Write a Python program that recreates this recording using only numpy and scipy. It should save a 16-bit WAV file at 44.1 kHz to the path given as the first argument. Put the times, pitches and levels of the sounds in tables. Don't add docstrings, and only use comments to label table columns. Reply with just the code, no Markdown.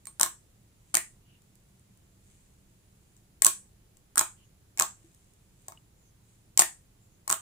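import sys
import numpy as np
from scipy import signal
from scipy.fft import rfft, irfft, next_fast_len
from scipy.io import wavfile

SR = 44100
rng = np.random.default_rng(int(sys.argv[2]) if len(sys.argv) > 2 else 0)


def amplitude_ratio(level_db):
    exponent = np.asarray(level_db, float) / 20
    return 10 ** exponent


def output_pcm(signal):
    pcm = np.clip(np.atleast_2d(signal).T, -1, 1) * 32767
    wavfile.write(sys.argv[1], SR, np.round(pcm).astype(np.int16))


N = 326767

# t/s, snap rms level/dB, hole peak level/dB, hole f/Hz, left-right level/dB
POPS = [(0.0546, -44.5, -52.5, 1920, -11.5), (0.0703, -36, -43.5, 1206, -2), (0.197, -23.5, -25, 1400, -1),
        (0.2076, -33, -21.5, 960, 7.5), (0.2116, -12, -20, 1340, 1), (0.231, -12, -20, 1650, 0.5),
        (0.2383, -26, -24.5, 1200, 0), (0.2613, -30.5, -27.5, 1122, -2), (0.941, -29, -22, 1300, 4.5),
        (0.9444, -17.5, -21.5, 1300, -1.5), (0.952, -12.5, -19.5, 2220, 2.5),
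        (0.9696, -16.5, -17.5, 1904, -3), (0.979, -37.5, -30, 2060, -0.5), (3.4207, -11.5, -20, 1914, 7.5),
        (3.4468, -6, -24, 1400, -6.5), (3.458, -20, -19, 1090, 3), (3.4653, -7.5, -15, 1394, 1),
        (3.9699, -57, -64, 2964, 8.5), (4.157, -29.5, -31, 1340, 2.5), (4.1734, -24, -17, 1420, 1.5),
        (4.1794, -12, -19.5, 1365, 0), (4.184, -23, -30, 1210, -8), (4.1929, -11.5, -19.5, 1280, -2.5),
        (4.2112, -21.5, -17, 1240, 1), (4.7745, -35.5, -33.5, 2160, 2), (4.7835, -35, -36, 750, 3),
        (4.7922, -29.5, -22, 2355, -1.5), (4.7974, -12, -18.5, 1660, -3.5), (4.8094, -23, -16, 1190, -2),
        (4.822, -17, -18.5, 1160, 0), (5.683, -35, -33.5, 790, 5), (5.7008, -60, -49, 700, -4.5),
        (5.7213, -49.5, -38.5, 1130, -2.5), (6.5749, -12.5, -20.5, 2260, 0.5), (6.5925, -5, -15.5, 1004, 1),
        (6.594, -12, -18, 886, 3), (6.5989, -13, -16.5, 1339, 6.5), (6.6094, -18, -27, 1170, 3),
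        (6.62, -15.5, -15, 1820, 2), (7.2776, -27.5, -25.5, 945, 6), (7.2958, -24.5, -30.5, 1160, 0),
        (7.3006, -18, -17.5, 1340, 0), (7.3112, -22.5, -17.5, 990, 4), (7.3215, -25, -49, 1070, -1),
        (7.3259, -16.5, -20.5, 1280, -6), (7.334, -42.5, -31, 1330, -7), (7.341, -32, -31.5, 1200, 3)]
# f/Hz, width/Hz, relative level/dB
TABLE_MODES = [(161, 74, -12.5), (348.5, 34, -10.5), (649, 24, -10), (807, 63, -6.5), (893, 28, -8.5),
               (1040, 54, -5), (1090, 46, -2), (1300, 110, -11.5), (1643, 40, -8.5), (1890, 43, -12),
               (2223, 53, -7), (2530, 150, -4.5)]
# t/s, snap rms level/dB, left-right level/dB
TICKS = [(1.4194, -63, 8), (1.5545, -59.5, -8), (1.7958, -61, 0), (1.9743, -61, -1.5), (2.2764, -68, 10),
         (2.539, -70, -2.5), (2.6994, -70.5, -3), (3.1659, -57.5, 4), (3.1751, -67, 14.5),
         (3.978, -67.5, 0), (5.147, -56.5, -3), (5.2434, -63.5, -1), (5.3369, -62.5, -3.5),
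         (5.6194, -63, -4)]
# t/s, rms level/dB
RUSTLE = [(0.5, -78.5), (0.749, -82.5), (0.9, -69), (1.25, -89), (1.45, -81), (2.2, -77), (2.289, -66.5),
          (2.66, -79.5), (3.14, -75.5), (3.401, -90.5), (4.72, -88.5), (5.05, -70), (5.5, -78), (5.64, -68),
          (5.85, -88.5), (6.2, -84.5), (6.3, -69), (6.52, -85)]
# t/s, level/dB
CLINK = (.0712, -44)
# f/Hz, relative level/dB, t60/s
CLINK_MODES = [(2280, -7, 0.047), (4200, -10, 0.073), (7321, -17.5, .19), (8129, -19.5, .2),
               (8570, 4, 0.15), (8640, -9.5, .23), (11130, -18, .3)]
# t/s, level before the soft onset/dB, f/Hz, t60/s
BUMPS = [(1.9, -50.5, 192, 0.13), (5.041, -50.5, 331.7, 0.13), (5.774, -46, 2900, 0.024)]
# low f/Hz, high f/Hz, relative level/dB, t60/s, left-right likeness (1 = same)
ROOM_BANDS = [(102, 600, -33.5, 0.14, .9), (605, 1200, -36.5, 0.21, 0.28), (1400, 3200, -35.5, 0.22, 0.11),
              (2480, 4500, -37, .2, .01), (5500, 10500, -43, 0.27, .01), (10400, 12000, -39.5, 0.16, .01),
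              (13100, 20000, -32.5, 0.15, .01)]
# t/s, length/s, start f/Hz, end f/Hz, rms level before the fades/dB
CHIRPS = [(1.244, .16, 2907, 2799, -68), (4.358, 0.11, 2986, 2910, -69), (4.418, .08, 6505, 6800, -72.5),
          (5.956, .1, 7300, 6876, -71.5), (6.025, .1, 6320, 6340, -72), (6.991, .11, 7300, 7230, -71),
          (7.085, 0.11, 6650, 6540, -74)]
# f/Hz, relative level per Hz/dB
FLOOR_SPECTRUM = [(12, -33.5), (20, -4), (111, -2), (189, -8), (237, -13), (361, -14), (551, -20.5),
                  (1210, -26), (5670, -30), (7100, -26), (9410, -31.5), (10500, -24.5), (12100, -34.5),
                  (15500, -29.5), (15750, -52.5)]
# f/Hz, left-right likeness (1 = same)
FLOOR_LIKENESS = [(60, 0.93), (180, 0.92), (550, 0.2), (1650, -0.14), (4970, 0.037), (15000, -0.03)]
# f/Hz, width at half amplitude/Hz, rms level before the left-right tilt/dB
HUM = [(38, 14, -76), (110, 23, -71.5), (192.5, 5.6, -76)]


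def at_hz(points, hz):
    point_hz, value = np.transpose(points)
    return np.interp(np.log(hz), np.log(point_hz), value)


def rms_one(x):
    return x / np.sqrt(np.mean(x ** 2) + 1e-20)


def band(x, low_hz, high_hz):
    edges = [low_hz, min(high_hz, 0.45 * SR)]
    return signal.sosfilt(signal.butter(2, edges, "band", fs=SR, output="sos"), x)


def ring(x, hz, t60):
    r, w = amplitude_ratio(-60 / (t60 * SR)), 2 * np.pi * hz / SR
    return signal.lfilter([0, np.sin(w)], [1, -2 * r * np.cos(w), r * r], x + 1e-18)


def two_channels(mid, side, alike):
    alike = np.clip(alike, -1, 1)
    return np.sqrt(1 + alike) * mid + np.sqrt(1 - alike) * side * [[1], [-1]]


def add(out, s, sound, pan_db):
    i = round(s * SR)
    panned = sound * amplitude_ratio(np.array([[pan_db], [-pan_db]]) / 2)
    out[:, i:i + sound.shape[-1]] += panned[:, :N - i]


def pops():
    seals = snaps([(s, snap_db, pan_db) for s, snap_db, _, _, pan_db in POPS])
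    return band(holes() + seals, 500, 17000)


def snaps(rows):
    out = np.zeros((2, N))
    for s, snap_db, pan_db in rows:
        gap_hz = rng.normal(8140, 406)
        spit_db = snap_db + rng.normal(-12, 3)
        add(out, s, snap(gap_hz, snap_db, spit_db), pan_db)
    return out


def snap(gap_hz, snap_db, spit_db):
    size, tear_s, clicks_per_s = 600, 0.0016, 4000
    t = np.arange(size) / SR
    struck = rng.random((2, size)) < clicks_per_s / SR
    clicks = struck * rng.normal(0, 1.8, (2, size)) * np.exp(-t / tear_s)
    clicks[:, 0] = rng.choice([-1, 1], 2)
    crackle = amplitude_ratio(-3.0) * band(clicks, 5500, 11000)
    body = band(ring(clicks, gap_hz, 0.0016) + crackle, 3000, 13000)
    air = band(clicks, 10500, 24000) + amplitude_ratio(-9.5) * ring(clicks, 15000, 0.0029)
    spit = band(air, 6300, 18000)

    def even(x):
        return x / np.sqrt(np.sum(x ** 2, axis=1, keepdims=True) / 115)

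    return amplitude_ratio(snap_db) * even(body) + amplitude_ratio(spit_db) * even(spit)


def holes():
    out, t = np.zeros((2, N)), np.arange(2000) / SR
    t60, onset_s, path_s = 0.011, 0.00015, 0.00013
    for s, _, hole_db, hole_hz, pan_db in POPS:
        turn = 2 * np.pi * hole_hz
        phase = turn * (t + 2.7 * t * t) + rng.uniform(0, 2 * np.pi)
        phase = phase + turn * rng.normal(0, path_s) * np.array([[1], [-1]])
        decay = amplitude_ratio(hole_db - 60 * t / t60)
        add(out, s, decay * np.sin(phase) * (1 - np.exp(-t / onset_s)), pan_db)
    return out


def table():
    out = np.zeros((2, N))
    s, _, hole_db, hole_hz, _ = np.transpose(POPS)
    at = np.round(s * SR).astype(int)
    for hz, width_hz, level_db in TABLE_MODES:
        sign_draw, flip_draw, level_draw = rng.random((3, len(POPS)))
        sign = np.sign(sign_draw - 0.5)
        flip_chance = np.clip((hz - 600) / 1000, 0, 0.5)
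        flip = np.where(flip_draw < flip_chance, -1, 1)
        near_db = 5 - 16 * np.minimum(np.abs(np.log2(hz / hole_hz)), 0.6)
        push_db = hole_db + near_db + level_db - 13.2 + 2.8 * level_draw
        push = np.zeros((2, N))
        push[:, at] = amplitude_ratio(push_db) * sign * [np.ones_like(flip), flip]
        out += ring(push, hz, 2.9 / width_hz)
    return out


def ticks():
    return snaps(TICKS)


def rustle():
    struck = rng.random((2, N)) < 3000 / SR
    size_db = 3 * rng.exponential(1, (2, N)).clip(0, 4)
    grains = struck * rng.standard_normal((2, N)) * amplitude_ratio(size_db)
    bright_db = np.interp(np.arange(N) / SR, *np.transpose(RUSTLE))
    dull_db = -80.5 + 1.1 * (bright_db + 73)
    bright = amplitude_ratio(bright_db) * rms_one(band(grains, 6200, 8800))
    dull = amplitude_ratio(dull_db) * rms_one(band(grains, 1800, 5500))
    return bright + dull


def clink():
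    out, click = np.zeros((2, N)), np.eye(1, 14000)
    clink_s, clink_db = CLINK
    for hz, level_db, t60 in CLINK_MODES:
        add(out, clink_s, amplitude_ratio(clink_db + level_db) * ring(click, hz, t60), -2.5)
    return out


def bumps():
    out, click = np.zeros((2, N)), np.eye(1, 14000)
    t = np.arange(14000) / SR
    for s, level_db, hz, t60 in BUMPS:
        onset = 1 - np.exp(-t * hz)
        add(out, s, amplitude_ratio(level_db) * ring(click, hz, t60) * onset, 0)
    return out


def room(x):
    t, tail = np.arange(20000) / SR, 0
    for low_hz, high_hz, level_db, t60, alike in ROOM_BANDS:
        mid, side = band(rng.standard_normal((2, len(t))), low_hz, high_hz)
        tail = tail + amplitude_ratio(level_db - 60 * t / t60) * two_channels(mid, side, alike)
    build_up = 1 - np.exp(-(t / 0.0066) ** 2)
    sent = x.mean(axis=0, keepdims=True) + x / 2
    return signal.fftconvolve(sent, tail * build_up, axes=1)[:, :N]


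def chirps():
    out = np.zeros((2, N))
    for s, length_s, start_hz, end_hz, level_db in CHIRPS:
        size = round(length_s * SR)
        noise = rng.standard_normal((2, 2, size + 500))
        blur = signal.lfilter([1], [1, -0.985], noise)[..., 500:]
        phase = 2 * np.pi * np.cumsum(np.linspace(start_hz, end_hz, size)) / SR
        whistle = rms_one(blur[0] * np.sin(phase) + blur[1] * np.cos(phase))
        add(out, s, amplitude_ratio(level_db) * whistle * np.hanning(size) ** 0.5, 0)
    return out


def floor():
    size = next_fast_len(N)
    hz = np.maximum(np.arange(size // 2 + 1) * SR / size, 10)
    mid, side, drone = rfft(rng.standard_normal((3, size)))
    both = two_channels(mid, side, at_hz(FLOOR_LIKENESS, hz))
    shaped = irfft(both * amplitude_ratio(at_hz(FLOOR_SPECTRUM, hz)), size)[:, :N]
    out = amplitude_ratio(-62.5) * rms_one(shaped)
    for hum_hz, width_hz, level_db in HUM:
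        peak = 1 / (1 + (2 * (hz - hum_hz) / width_hz) ** 2)
        out = out + amplitude_ratio(level_db) * rms_one(irfft(drone * peak, size)[:N])
    return out * amplitude_ratio([[-0.6], [0.6]])


def scene():
    slime, top = pops() + ticks() + rustle(), table()
    tail = room(slime + amplitude_ratio(-3) * top)
    return slime + top + tail + clink() + bumps() + chirps() + floor()


def top_cut(x):
    return signal.sosfilt(signal.butter(12, 16660, fs=SR, output="sos"), x)


def record(dry):
    mix = np.clip(dry, -0.93, 0.93)
    return top_cut(mix)


dry = scene()
out = record(dry)
output_pcm(out)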